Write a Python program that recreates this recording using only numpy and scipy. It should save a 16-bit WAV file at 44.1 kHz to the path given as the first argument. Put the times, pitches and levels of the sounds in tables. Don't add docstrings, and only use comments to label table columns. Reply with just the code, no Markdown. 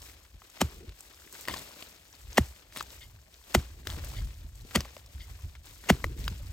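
import sys
import numpy as np
from scipy import signal
from scipy.fft import rfft, irfft, next_fast_len
from scipy.io import wavfile

SR = 44100
rng = np.random.default_rng(int(sys.argv[2]) if len(sys.argv) > 2 else 0)


def waveform_to_disk(signal):
    frames = np.transpose(np.atleast_2d(signal))
    scaled = np.clip(frames, -1, 1) * 32767
    samples = np.round(scaled).astype(np.int16)
    wavfile.write(sys.argv[1], SR, samples)


N = 287864
TIME = np.arange(N) / SR
BURST = np.arange(8192) / SR

# (blade stops [s], bite length [s], bite below crunch [dB], crunch [dB], blade [dB],
# blade centre [Hz], crack [dB], crack [Hz], knock [dB], knock [Hz], knock rise [s], thud [dB], thud [Hz],
# boom [dB], boom [Hz], crack rise [s], handle [dB], squeak [dB], crumbling [dB])
CHOPS = [(0.6164, 0.012, 9, -20.5, -41, 3260, -14.5, 3130, -10.5, 778, 0.00075, -18, 240, -22.5, 80.4, 0.0005, -36, -41, -40),
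         (2.3817, 0.01, 2.5, -21, -25, 1890, -10.5, 1910, -5.5, 705, 0.0009, -14.5, 248, -18.5, 74.4, 0.0012, -29, -36.5, -62),
         (3.5503, 0.0082, 6.5, -17.5, -29.5, 1500, -11.5, 1410, -4.5, 757, 0.00059, -17.5, 246, -18, 70, 0.00073, -21.5, -31, -35.5),
         (4.758, .0125, 13, -18.5, -22, 2260, -29, 1690, -17, 425, 0.0011, -18, 222, -24.5, 69, 0.00077, -25.5, -34, -34),
         (5.902, 0.015, 8, -19, -20.5, 2130, -8.5, 1600, -5.5, 692, 0.00084, -9, 216.5, -19.5, 61.5, 0.00033, -27.5, -34, -35)]
# (frequency [Hz], level [dB], longest 60 dB decay [s])
BLADE = [(1080, -13.5, 0.084), (1340, -18.5, 0.04), (1957, -2, 0.052), (2120, 2, 0.36), (2964, -5, 0.23),
         (3240, -4, 0.083), (3560, -4, 0.027), (4550, -7.5, 0.061), (4940, -7, 0.12)]
# (multiple of the centre [ratio], gain [dB])
CONTACT = [(.3, -32), (.6, -2.5), (1, 0), (1.599, 5.5), (3, -5)]
# (frequency [Hz], density [dB per Hz])
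CRUNCH = [(40, -52.5), (200, 4.5), (500, -1.5), (1100, 2), (1600, -2.5), (3000, 0.5), (4500, -3.5),
          (7000, -4), (9000, -3.5), (12000, -8), (16000, -21.5)]
BITE_UNEVEN_DB, BITE_UNEVEN_HZ = 2.4, 700
SQUEAK_START_HZ, SQUEAK_END_HZ, SQUEAK_GRIP_S = 3386, 1900, .003
# (frequency [Hz], density [dB per Hz])
CRUMBLING = [(100, 2), (250, -0.5), (480, -8.5), (900, -20), (2000, -20), (5000, -23), (12000, -36)]

# (time [s], level [dB], frequency [Hz])
LURCHES = [(0.776, -58, 370), (0.804, -45.5, 363), (0.827, -46.5, 383), (0.869, -51, 332),
           (0.893, -60, 385), (6.062, -42.5, 326), (6.108, -45, 350), (6.201, -36, 148), (6.235, -44, 230),
           (6.261, -32, 140), (6.314, -35, 160)]
# (time [s], crack [dB], centre [Hz], rise [s], to the left [dB],
# knock [dB], knock [Hz], knock rise [s], its overtone [dB], ping of the edge [dB], settling bump [dB])
CATCHES = [(1.4532, -34, 2600, 0.00017, 3, -47, 2030, 0.0012, -15, -52, -64),
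           (1.4834, -24, 2230, 0.00069, 3.5, -28.5, 1140, 0.0013, 5.5, -26, -37),
           (1.538, -37, 2580, 0.0025, 11, -36, 1076, 0.003, -15, -40, -40),
           (1.8248, -34, 2300, 0.00023, 4, -30, 2540, 0.00038, -10, -50, -47),
           (2.761, -34, 1800, 0.00088, 1, -40, 1310, 0.0012, -16, -52, -40),
           (2.806, -32.5, 2800, 0.00099, 4.5, -46, 1510, 0.0008, -6, -54, -60),
           (2.8086, -38.5, 2630, 0.0013, 3, -23.5, 1240, 0.0011, -21, -46.5, -54),
           (3.8707, -26.5, 3150, 0.001, 3.5, -48, 1240, 0.0011, 0, -54, -43),
           (4.771, -36.5, 2200, 0.0013, 11, -32.5, 586, 0.00045, -9, -48, -31),
           (4.805, -31, 4200, 0.0016, 1.5, -40, 1120, 0.0017, -11, -24.5, -56),
           (4.966, -40.5, 3120, 0.00065, 4, -42.5, 1030, 0.00094, -11, -40, -38.5),
           (6.0415, -25, 2400, 0.0011, 2, -23, 1128, 0.0013, 0.5, -45, -29),
           (6.2791, -28.5, 2720, 0.0011, 0.5, -19, 1700, 0.00039, -1, -27, -50)]
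# (multiple of the centre [ratio], density [dB])
CATCH_SHAPE = [(.02, -46), (.1, 9), (.3, -4), (.6, 7), (1, 7.5), (1.7, 2), (4, -7.5), (12, -15)]
EDGE_HZ, EDGE_T60_S = 4850, 0.018
SETTLE_DELAY_S, SETTLE_HZ, SETTLE_RISE_S = 0.0011, 574, 0.0019

# (time [s], length [s], level [dB], ring of the steel [dB])
DRAGS = [(1.473, 0.046, -42.5, -43), (1.527, 0.091, -48, -61), (2.76, 0.056, -41, -59),
         (3.891, 0.054, -48.5, -53)]
# (frequency [Hz], gain [dB])
DRAG_DRIVE = [(1100, 21), (2000, 1.5), (3200, 0), (5000, 6)]
# (frequency [Hz], density [dB per Hz])
SCRAPED_GRIT = [(60, -11), (200, 5.5), (450, -14.5), (850, -15.5), (1300, -1), (2600, 0), (4000, 3),
                (6000, -6), (9000, 0), (16000, -18)]
SLIP_GAP_S, SLIP_SPREAD, SLIP_S, SLIP_BETWEEN = .0056, .25, .0011, .25
# (time [s], rise of the rub [s], relative level [dB], centre [Hz])
RELEASES = [(1.492, 0.013, -46, 2280), (3.002, 0.017, -53.5, 2380), (4.16, 0.014, -50, 2600),
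            (5.19, 0.015, -53.5, 2680)]

# (time [s], relative level [dB], centre [Hz])
SNAPS = [(0.0184, -35.5, 5030), (0.061, -52, 3960), (0.087, -45, 3500), (0.096, -43, 1900),
         (0.2504, -45.5, 1430), (0.418, -38.5, 1040), (0.4995, -42, 7100), (0.8045, -47.5, 1490),
         (0.8923, -37.5, 2520), (0.921, -45, 2200), (1.0062, -33.5, 8050), (1.1445, -43, 4450),
         (1.3255, -32, 9100), (1.3505, -36, 1850), (1.41, -32, 8200), (1.5692, -29.5, 4710),
         (2.1275, -42, 5900), (2.3294, -34, 6000), (2.3525, -42, 8500), (2.459, -43, 5500),
         (2.5615, -51.5, 5460), (2.7236, -38.5, 2190), (2.8254, -28.5, 8600), (2.8665, -42, 4400),
         (2.9035, -38, 4220), (3.341, -41.5, 4500), (3.59, -38.5, 4500), (3.647, -43, 3000),
         (3.9005, -29.5, 3700), (4.0458, -29, 9000), (4.341, -46.5, 6100), (4.408, -50, 3020),
         (4.5545, -43.5, 7700), (4.649, -47, 3960), (4.8479, -38, 2460), (4.978, -43, 8150),
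         (5.061, -41, 4930), (5.4207, -43.5, 7250), (5.5519, -38.5, 1790), (5.6565, -39.5, 7800),
         (6.2415, -36, 4180)]
# (multiple of the centre [ratio], density [dB])
SNAP_SHAPE = [(.02, -68), (.1, 3.5), (.3, -9.5), (1, 9.5), (1.7, 2), (6, -17)]
FAINT_SNAP_COUNT, FAINT_SNAP_DB, FAINT_SNAP_SPREAD_DB, FAINT_SNAP_HZ = 16, 15, 2.5, (1500, 8000)
# (time [s], relative level [dB], centre [Hz])
LANDINGS = [(1.5625, -36, 1280), (1.605, -51, 1100), (3.908, -48, 1810), (3.945, -55, 2000),
            (3.962, -43.5, 1320), (3.987, -42, 1450), (4.099, -48, 2610), (4.111, -55, 2510),
            (4.305, -53, 2500), (4.709, -41.5, 1860), (4.852, -40, 795), (5.389, -51.5, 1300),
            (5.8385, -42, 1960)]
# (frequency [Hz], left microphone louder [dB])
PORT_BALANCE = [(100, .2), (250, 0), (500, -.5), (900, 2), (2400, 1.6), (4200, 2.6), (6200, 1.2), (8200, 1),
                (11000, -.2)]
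# (frequency [Hz], left microphone leads [rad])
PORT_PHASE = [(100, .08), (300, .3), (800, .55), (1600, .55), (2400, .9), (3200, 1.4), (4500, .9),
              (7000, .1), (8200, -1.2), (9000, -2.3), (10300, -3.2), (11500, -4.4), (12400, -5.8),
              (16000, -7.2)]

# (time [s], length [s], relative level [dB], fall [dB/s])
LIFTS = [(1.502, 0.026, -59, 27), (2.763, 0.016, -61.5, 86.5), (3.894, 0.24, -60.5, 54.5),
         (6.205, 0.096, -64, 51)]
LIFT_ATTACK_S = 0.056
SPRAY_DB, SPRAY_ATTACK_S, SPRAY_FALL_DB_PER_S = -62.5, 0.12, 49.5
SPILL_LEAVES_DB, SPILL_CLODS_DB = 8, 1.5
# (time [s], length [s], relative level [dB])
BRUSHES = [(0.025, 0.058, -57), (0.978, 0.31, -60.5), (1.352, 0.05, -52.5), (1.798, 0.044, -57),
           (2.108, 0.062, -66), (2.924, 0.0065, -55.5), (5.126, 0.32, -61.5), (5.671, 0.017, -58),
           (6.47, 0.093, -60.5)]
BRUSH_ATTACK_S, BRUSH_FALL_DB_PER_S, BRUSH_CRUMBS_DB = 0.054, 76.5, -10
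SWING_LEAD_S, SWING_DB = 0.19, -64
REST_CRUMBS_DB, REST_LEAVES_DB, REST_CLODS_DB = -76.5, -68.5, -74

# (frequency [Hz], density [dB per Hz])
CRUMBS = [(100, -27.5), (300, 0), (600, -5.5), (1300, -6.5), (2500, -3.5), (4000, -6.5), (7000, -15),
          (16000, -54.5)]
CRUMB_SPREAD_DB, CRUMB_LUMPS_DB = 2.9, 2.6
PELLETS_PER_S, PELLET_DB, PELLET_HZ = 85, 2.5, (900, 6500)
# (frequency [Hz], density [dB per Hz])
LEAVES = [(1500, -46), (3000, -11), (4500, -3.5), (7000, -1), (9500, 0), (12000, -3), (16000, -4.5)]
LEAF_SWAY_DB, LEAF_SWAY_HZ = 1.2, 22
# (frequency [Hz], density [dB per Hz])
CLODS = [(80, -23), (160, 1.5), (260, -4.5), (400, -19.5), (470, -7), (600, 0.5), (1500, -33)]
# (time [s], length [s], level [dB])
HEAVES = [(0.803, 0.082, -54), (1.37, 0.022, -58.5), (1.518, 0.091, -54), (3.81, 0.027, -58.5),
          (3.876, 0.12, -51.5), (4.704, 0.027, -59), (5.996, 0.35, -53.5)]
HEAVE_ATTACK_S, HEAVE_FALL_DB_PER_S = 0.14, 500
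# (frequency [Hz], density [dB per Hz])
PACKED_EARTH = [(60, -26.5), (130, 2.5), (250, -0.5), (390, 0), (470, -2.5), (580, -28), (1500, -55)]
# (frequency [Hz], left microphone louder [dB])
LITTER_BALANCE = [(200, -1), (900, 5), (2500, 4.5), (5500, 8), (7500, 0), (16000, 1.5)]
# (frequency [Hz], left microphone leads [rad])
LITTER_PHASE = [(100, .1), (800, 1), (1500, 1.1), (2800, 2.3), (4500, .6), (6000, 1.3), (7300, 0),
                (8500, -1.4), (10200, -3.15), (11500, -4.3), (13200, -6.2), (14400, -6.6), (16000, -9)]
# (frequency [Hz], left-right likeness [-1 to 1])
LITTER_LIKENESS = [(60, .98), (500, .85), (1500, .55), (3500, .3), (6000, .35), (7300, .78), (8700, .75),
                   (10200, .97), (12000, .65), (13500, .88), (16000, .6)]

# (frequency [Hz], left-right likeness [-1 to 1])
LIKENESS = [(60, .983), (130, .99), (290, .86), (640, .4), (1400, .12), (3000, 0), (15000, -.05)]
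# (time [s], level before BREEZE_DB is added [dB])
BREEZE = [(0.0, -55.5), (0.56, -70), (0.8, -53), (0.93, -65.5), (2.07, -67.5), (2.45, -52.5), (2.6, -64),
          (3.09, -53), (3.38, -63.5), (4.18, -45), (4.56, -51.5), (5.16, -60), (5.29, -53.5), (5.91, -54.5),
          (6.09, -52.5), (6.53, -39)]
BREEZE_DB = 3.5
# (time [s], length [s], level [dB])
GUSTS = [(0.344, 0.0076, -42), (0.887, 0.01, -40), (1.503, 0.061, -46), (2.251, 0.071, -46),
         (3.137, 0.0049, -51), (3.878, 0.23, -39), (4.165, 0.1, -35), (4.449, 0.0038, -35.5),
         (4.62, 0.023, -42.5), (5.152, 0.063, -41.5), (5.306, 0.017, -37.5), (5.448, 0.0083, -34),
         (6.045, 0.072, -34.5), (6.19, 0.12, -34.5)]
GUST_ATTACK_S, GUST_FALL_DB_PER_S = 0.015, 371
# (frequency [Hz], density [dB per Hz])
AIR = [(10, -52.5), (25, -15.5), (42, 2), (60, 2), (85, -2), (120, -10.5), (180, -25.5), (300, -30.5),
       (800, -62.5)]


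def from_db(db):
    return 10 ** (np.asarray(db) / 20)


def rms_one(x):
    return x / np.sqrt(np.mean(x ** 2) + 1e-20)


def in_time(rows):
    s, *columns = np.transpose(rows)
    return [np.interp(TIME, s, column) for column in columns]


def at_hz(points, hz):
    where, value = np.transpose(points)
    return np.interp(np.log(hz + 1e-6), np.log(where), value)


def colour(x, spectrum, centre=1):
    size = next_fast_len(x.shape[-1])
    gain = from_db(at_hz(spectrum, np.fft.rfftfreq(size, 1 / SR) / centre))
    return irfft(rfft(x, size) * gain, size)[..., :x.shape[-1]]


def add(out, s, sound):
    start = max(round(s * SR), 0)
    out[..., start:start + sound.shape[-1]] += sound[..., :N - start]


def grit(size, per_s, spread_db):
    strength = from_db(spread_db * np.minimum(rng.exponential(1, size), 4))
    happens = rng.random(size) < per_s / SR
    return rms_one(happens * strength * rng.choice([-1, 1], size))


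def clumps(size, depth_db, rate_hz):
    count = 4096
    wander = np.interp(TIME[:size] * rate_hz, np.arange(count), rng.standard_normal(count))
    return from_db(depth_db * wander)


def shaped(grain, envelope):
    return rms_one(grain * envelope) * np.sqrt(np.mean(envelope ** 2))


def swell(t, rise):
    u = np.maximum(t, 0) / rise
    return (u * np.exp(1 - u)) ** 2


def surge(s, length, db, attack_s, fall_db_per_s):
    building = np.clip(1 + (TIME - s) / attack_s, 0, 1)
    falling = from_db(db - fall_db_per_s * np.maximum(TIME - s - length, 0))
    return (building * falling) ** 2


def heave(hz, rise, sag=0):
    pitch = hz * (1 + sag * (np.exp(-BURST / rise) - np.exp(-1)))
    return swell(BURST, rise) * np.sin(2 * np.pi * np.cumsum(pitch) / SR)


def blade_ring(longest):
    t = TIME[:SR // 2]
    return sum(from_db(db - 60 * t / min(t60, longest)) * np.sin(2 * np.pi * hz * t)
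               for hz, db, t60 in BLADE)


def scatter(pair, likeness=LIKENESS):
    size = next_fast_len(pair.shape[-1])
    alike = np.clip(at_hz(likeness, np.fft.rfftfreq(size, 1 / SR)), -1, 1)
    mid, side = irfft(rfft(pair, size) * np.sqrt([1 + alike, 1 - alike]), size)[:, :pair.shape[-1]]
    return np.array([mid + side, mid - side])


def two_ports(x, balance, phase):
    size = next_fast_len(N)
    hz = np.fft.rfftfreq(size, 1 / SR)
    half = from_db(at_hz(balance, hz) / 2) * np.exp(.5j * at_hz(phase, hz))
    return irfft(rfft(x, size) * np.array([half, 1 / half]), size)[:, :N]


def chops(fall_s=0.0033, tail_db=-30, tail_s=0.06, rebound_db=-6, rebound_hz=122, handle_hz=345):
    out = np.zeros(N)
    buried = blade_ring(.024)
    for (s, bite, bite_db, crunch_db, blade_db, blade_hz, crack_db, crack_hz,
         knock_db, knock_hz, knock_rise, thud_db, thud_hz, boom_db, boom_hz, crack_rise, handle_db, *_) in CHOPS:
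        t = BURST - bite
        entering = from_db(-bite_db) * (BURST / bite) ** 0.51 * (t < 0)
        after = from_db(tail_db) * np.exp(-np.abs(t) / tail_s) * (t >= 0)
        force = entering + after + np.exp(-np.abs(t - .0004) / fall_s)
        fractures = grit(len(t), 26000, 1.0) * clumps(len(t), BITE_UNEVEN_DB, BITE_UNEVEN_HZ)
        crunch = shaped(rms_one(colour(fractures, CRUNCH)), force)
        steel = signal.fftconvolve(crunch * (t < .002), buried)[:len(t)]
        steel = rms_one(colour(steel, CONTACT, blade_hz)) * np.sqrt(np.mean(force ** 2))
        add(out, s - bite, from_db(crunch_db) * crunch + from_db(blade_db) * steel)
        add(out, s - .0011, from_db(crack_db) * heave(crack_hz, crack_rise, sag=0.17))
        add(out, s - .0002, from_db(knock_db) * heave(knock_hz, knock_rise, sag=0.83))
        add(out, s + 0.003, from_db(thud_db) * heave(thud_hz, rise=0.0044, sag=0.67))
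        add(out, s, from_db(handle_db) * heave(handle_hz, rise=0.0071))
        add(out, s + 0.01504, from_db(boom_db) * heave(boom_hz, rise=0.011, sag=0.3))
        add(out, s + 0.014, from_db(boom_db + rebound_db) * heave(rebound_hz, rise=0.012))
    return out


def squeaking(rough_db=2.0, stop_s=.001):
    out = np.zeros(N)
    pitch = SQUEAK_END_HZ + (SQUEAK_START_HZ - SQUEAK_END_HZ) * np.exp(-BURST / SQUEAK_GRIP_S)
    for s, bite, *_, squeak_db, _crumbling_db in CHOPS:
        force = np.minimum(BURST / SQUEAK_GRIP_S, 1) * np.exp(-np.maximum(BURST - bite, 0) / stop_s)
        tone = np.sin(2 * np.pi * np.cumsum(pitch) / SR) * clumps(len(BURST), rough_db, 850)
        add(out, s - bite, from_db(squeak_db) * force * tone)
    return out


def crumbling(rise_s=0.012, fall_s=0.03):
    out = np.zeros(N)
    envelope = np.minimum(BURST / rise_s, np.exp((rise_s - BURST) / fall_s))
    for s, *_, crumbling_db in CHOPS:
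        grain = colour(grit(len(BURST), 900, 0.83), CRUMBLING)
        add(out, s, from_db(crumbling_db) * shaped(grain, envelope))
    return out


def lurches(rise_s=0.0062):
    out = np.zeros(N)
    for s, db, hz in LURCHES:
        add(out, s, from_db(db) * heave(hz, rise_s))
    return out


def catches(overtone_ratio=1.71, steel_db=-17, ping_rise_s=0.0026):
    out = np.zeros((2, N))
    buried = blade_ring(.02)[:len(BURST)]
    ping_envelope = np.minimum(BURST / ping_rise_s, 1) * from_db(-60 * BURST / EDGE_T60_S)
    ping = ping_envelope * np.sin(2 * np.pi * EDGE_HZ * BURST)
    settle = heave(SETTLE_HZ, SETTLE_RISE_S, sag=0.16)
    for s, db, hz, rise, left_db, knock_db, knock_hz, knock_rise, overtone_db, ping_db, settle_db in CATCHES:
        grain = colour(rng.standard_normal(len(BURST)), CATCH_SHAPE, hz)
        envelope = swell(BURST, rise) + 0.13 * swell(BURST, 4 * rise)
        crack = shaped(grain, envelope) + from_db(steel_db) * buried
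        overtone = from_db(overtone_db) * heave(knock_hz * overtone_ratio, knock_rise)
        knock = heave(knock_hz, knock_rise, sag=0.087) + overtone
        sound = from_db(db) * crack + from_db(knock_db) * knock + from_db(ping_db) * ping
        add(out, s, from_db(left_db * np.array([[.5], [-.5]])) * sound)
        add(out, s + SETTLE_DELAY_S, from_db(settle_db) * settle)
    return out


def dragging():
    out = np.zeros(N)
    buried = blade_ring(.06)
    for s, length, db, steel_db in DRAGS:
        stroke = np.clip(np.minimum(BURST / 0.0015, (length - BURST) / 0.021), 0, 1)
        gaps, forces = rng.standard_normal((2, 40))
        slip_times = np.cumsum(SLIP_GAP_S * np.exp(SLIP_SPREAD * gaps))
        since = BURST - slip_times[:, None]
        slips = from_db(4.1 * forces) @ (np.exp(-np.abs(since) / SLIP_S) * (since >= 0))
        fractures = grit(len(BURST), 11000, 1.9) * (SLIP_BETWEEN + slips)
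        steel = colour(signal.fftconvolve(fractures, buried)[:len(BURST)], DRAG_DRIVE)
        scrape = shaped(colour(fractures, SCRAPED_GRIT), stroke)
        add(out, s, from_db(db) * scrape + from_db(steel_db) * shaped(steel, stroke))
    return out


def releases(waver_db=5.0, rasp_db=-7):
    out = np.zeros(N)
    t = BURST
    for s, rise, db, centre_hz in RELEASES:
        ring = 0
        for hz, mode_db, t60 in BLADE:
            rubbing = grit(len(t), 1200, 7.8) * swell(t, rise)
            mode = from_db(-60 * t / min(t60, .13)) * np.sin(2 * np.pi * hz * t)
            answer = signal.fftconvolve(rubbing, mode)[:len(t)] * clumps(len(t), waver_db, 210)
            ring = ring + from_db(mode_db) * rms_one(answer)
        rasp = rms_one(colour(grit(len(t), 2000, 2.3) * swell(t, rise), CRUNCH))
        rub = rms_one(ring) + from_db(rasp_db) * rasp
        add(out, s, from_db(db - 5.5) * rms_one(colour(rub, CONTACT, centre_hz)))
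    return out


def ticks(rows, shape, level_db, rise, tail, ring_db=-5, ring_rise=0.00063):
    out = np.zeros(N)
    for s, db, hz in rows:
        grain = colour(rng.standard_normal(len(BURST)), shape, hz)
        burst = shaped(grain, swell(BURST, rise) + tail * swell(BURST, 4 * rise))
        ring = from_db(ring_db) * heave(hz, ring_rise, sag=.15)
        add(out, s, from_db(db + level_db) * (burst + ring))
    return out


def faint_snaps(rustle):
    low, high = FAINT_SNAP_HZ
    rows = []
    for when, force, pitch in rng.random((FAINT_SNAP_COUNT, 3)):
        rustle_db = 20 * np.log10(rustle[int(when * N)])
        db = rustle_db + FAINT_SNAP_DB + FAINT_SNAP_SPREAD_DB * (2 * force - 1)
        rows.append((when * N / SR, db, low * (high / low) ** pitch))
    return rows


def snaps(rustle):
    cracks = ticks(SNAPS + faint_snaps(rustle), SNAP_SHAPE, level_db=-7, rise=0.00092, tail=0.26)
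    pats = ticks(LANDINGS, CATCH_SHAPE, level_db=-3, rise=0.0013, tail=0.44)
    return cracks + pats


def stirring():
    spill = sum(surge(s, 0, SPRAY_DB, SPRAY_ATTACK_S, SPRAY_FALL_DB_PER_S) for s, *_ in CHOPS)
    spill += sum(surge(s, length, db, LIFT_ATTACK_S, fall) for s, length, db, fall in LIFTS)
    brush = sum(surge(*row, BRUSH_ATTACK_S, BRUSH_FALL_DB_PER_S) for row in BRUSHES)
    brush += sum(surge(s - SWING_LEAD_S, SWING_LEAD_S, SWING_DB, BRUSH_ATTACK_S, BRUSH_FALL_DB_PER_S)
                 for s, *_ in CHOPS)
    crumbs = spill + brush * from_db(BRUSH_CRUMBS_DB) ** 2 + from_db(REST_CRUMBS_DB) ** 2
    leaves = brush + spill * from_db(SPILL_LEAVES_DB) ** 2 + from_db(REST_LEAVES_DB) ** 2
    clods = spill * from_db(SPILL_CLODS_DB) ** 2 + from_db(REST_CLODS_DB) ** 2
    return np.sqrt([crumbs, leaves, clods])


def litter(spectrum, per_s, spread_db, smooth, clump_db):
    pair = grit((2, N), per_s, spread_db) + smooth * rng.standard_normal((2, N))
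    return rms_one(colour(scatter(pair * clumps(N, clump_db, 110), LITTER_LIKENESS), spectrum))


def pellets(count=12, rise_cycles=1.4):
    landings = grit(N, PELLETS_PER_S, 1.8)
    dealt = rng.integers(0, count, N)
    out = 0
    for k, hz in enumerate(np.geomspace(*PELLET_HZ, count)):
        pat = rms_one(heave(hz, rise_cycles / hz)[:SR // 80])
        out = out + signal.oaconvolve(landings * (dealt == k), pat)[:N]
    return rms_one(out)


def grinding():
    power = sum(surge(*row, HEAVE_ATTACK_S, HEAVE_FALL_DB_PER_S) for row in HEAVES)
    return np.sqrt(power) * litter(PACKED_EARTH, per_s=140, spread_db=4.5, smooth=0.93, clump_db=7.0)


def grove(x, level_db=-23, t60=0.22):
    t = TIME[:SR // 2]
    tail = scatter(rng.standard_normal((2, len(t)))) * from_db(-60 * t / t60) * (t > .004)
    tail = colour(tail, [(60, 25.0), (300, -4.5), (1500, 6.0), (6000, -24.0), (16000, 12.5)])
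    echo = rms_one(tail) / np.sqrt(len(t))
    return from_db(level_db) * signal.fftconvolve(x[None], echo, axes=1)[:, :N]


def wind(lump_db=2.5, lump_hz=18):
    breeze_db, = in_time(BREEZE)
    breeze = from_db(breeze_db + BREEZE_DB) * clumps(N, lump_db, lump_hz)
    puffs = sum(surge(*row, GUST_ATTACK_S, GUST_FALL_DB_PER_S) for row in GUSTS)
    rumble = rms_one(colour(scatter(rng.standard_normal((2, N))), AIR))
    return np.sqrt(breeze ** 2 + puffs) * rumble


def scene():
    trickle, rustle, tumble = stirring()
    blows = chops() + squeaking() + crumbling() + lurches()
    sliding = (dragging() + releases()) * from_db([[1], [-1]])
    hoe = blows + catches() + snaps(rustle) + sliding
    running = litter(CRUMBS, per_s=600, spread_db=CRUMB_SPREAD_DB, smooth=1.0, clump_db=CRUMB_LUMPS_DB)
    crumbs = trickle * (from_db(10.0) * running + from_db(PELLET_DB) * pellets())
    sway = clumps(N, LEAF_SWAY_DB, LEAF_SWAY_HZ)
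    dry_leaves = litter(LEAVES, per_s=1700, spread_db=3.0, smooth=1.0, clump_db=2.0)
    leaves = rustle * sway * from_db(2.5) * dry_leaves
    clods = tumble * from_db(0.5) * litter(CLODS, per_s=1500, spread_db=1.5, smooth=1.0, clump_db=4.5)
    ground = two_ports(crumbs + leaves + clods + grinding(), LITTER_BALANCE, LITTER_PHASE)
    direct = two_ports(hoe, PORT_BALANCE, PORT_PHASE)
    return direct + grove(hoe.mean(axis=0)) + ground + wind()


def record(dry):
    toned = colour(dry, [(12, -8), (25, -2), (40, -3), (60, 0)])
    top_cut = signal.ellip(10, .2, 70, 16000, fs=SR, output="sos")
    return signal.sosfilt(top_cut, toned)


dry = scene()
out = record(dry)
waveform_to_disk(out)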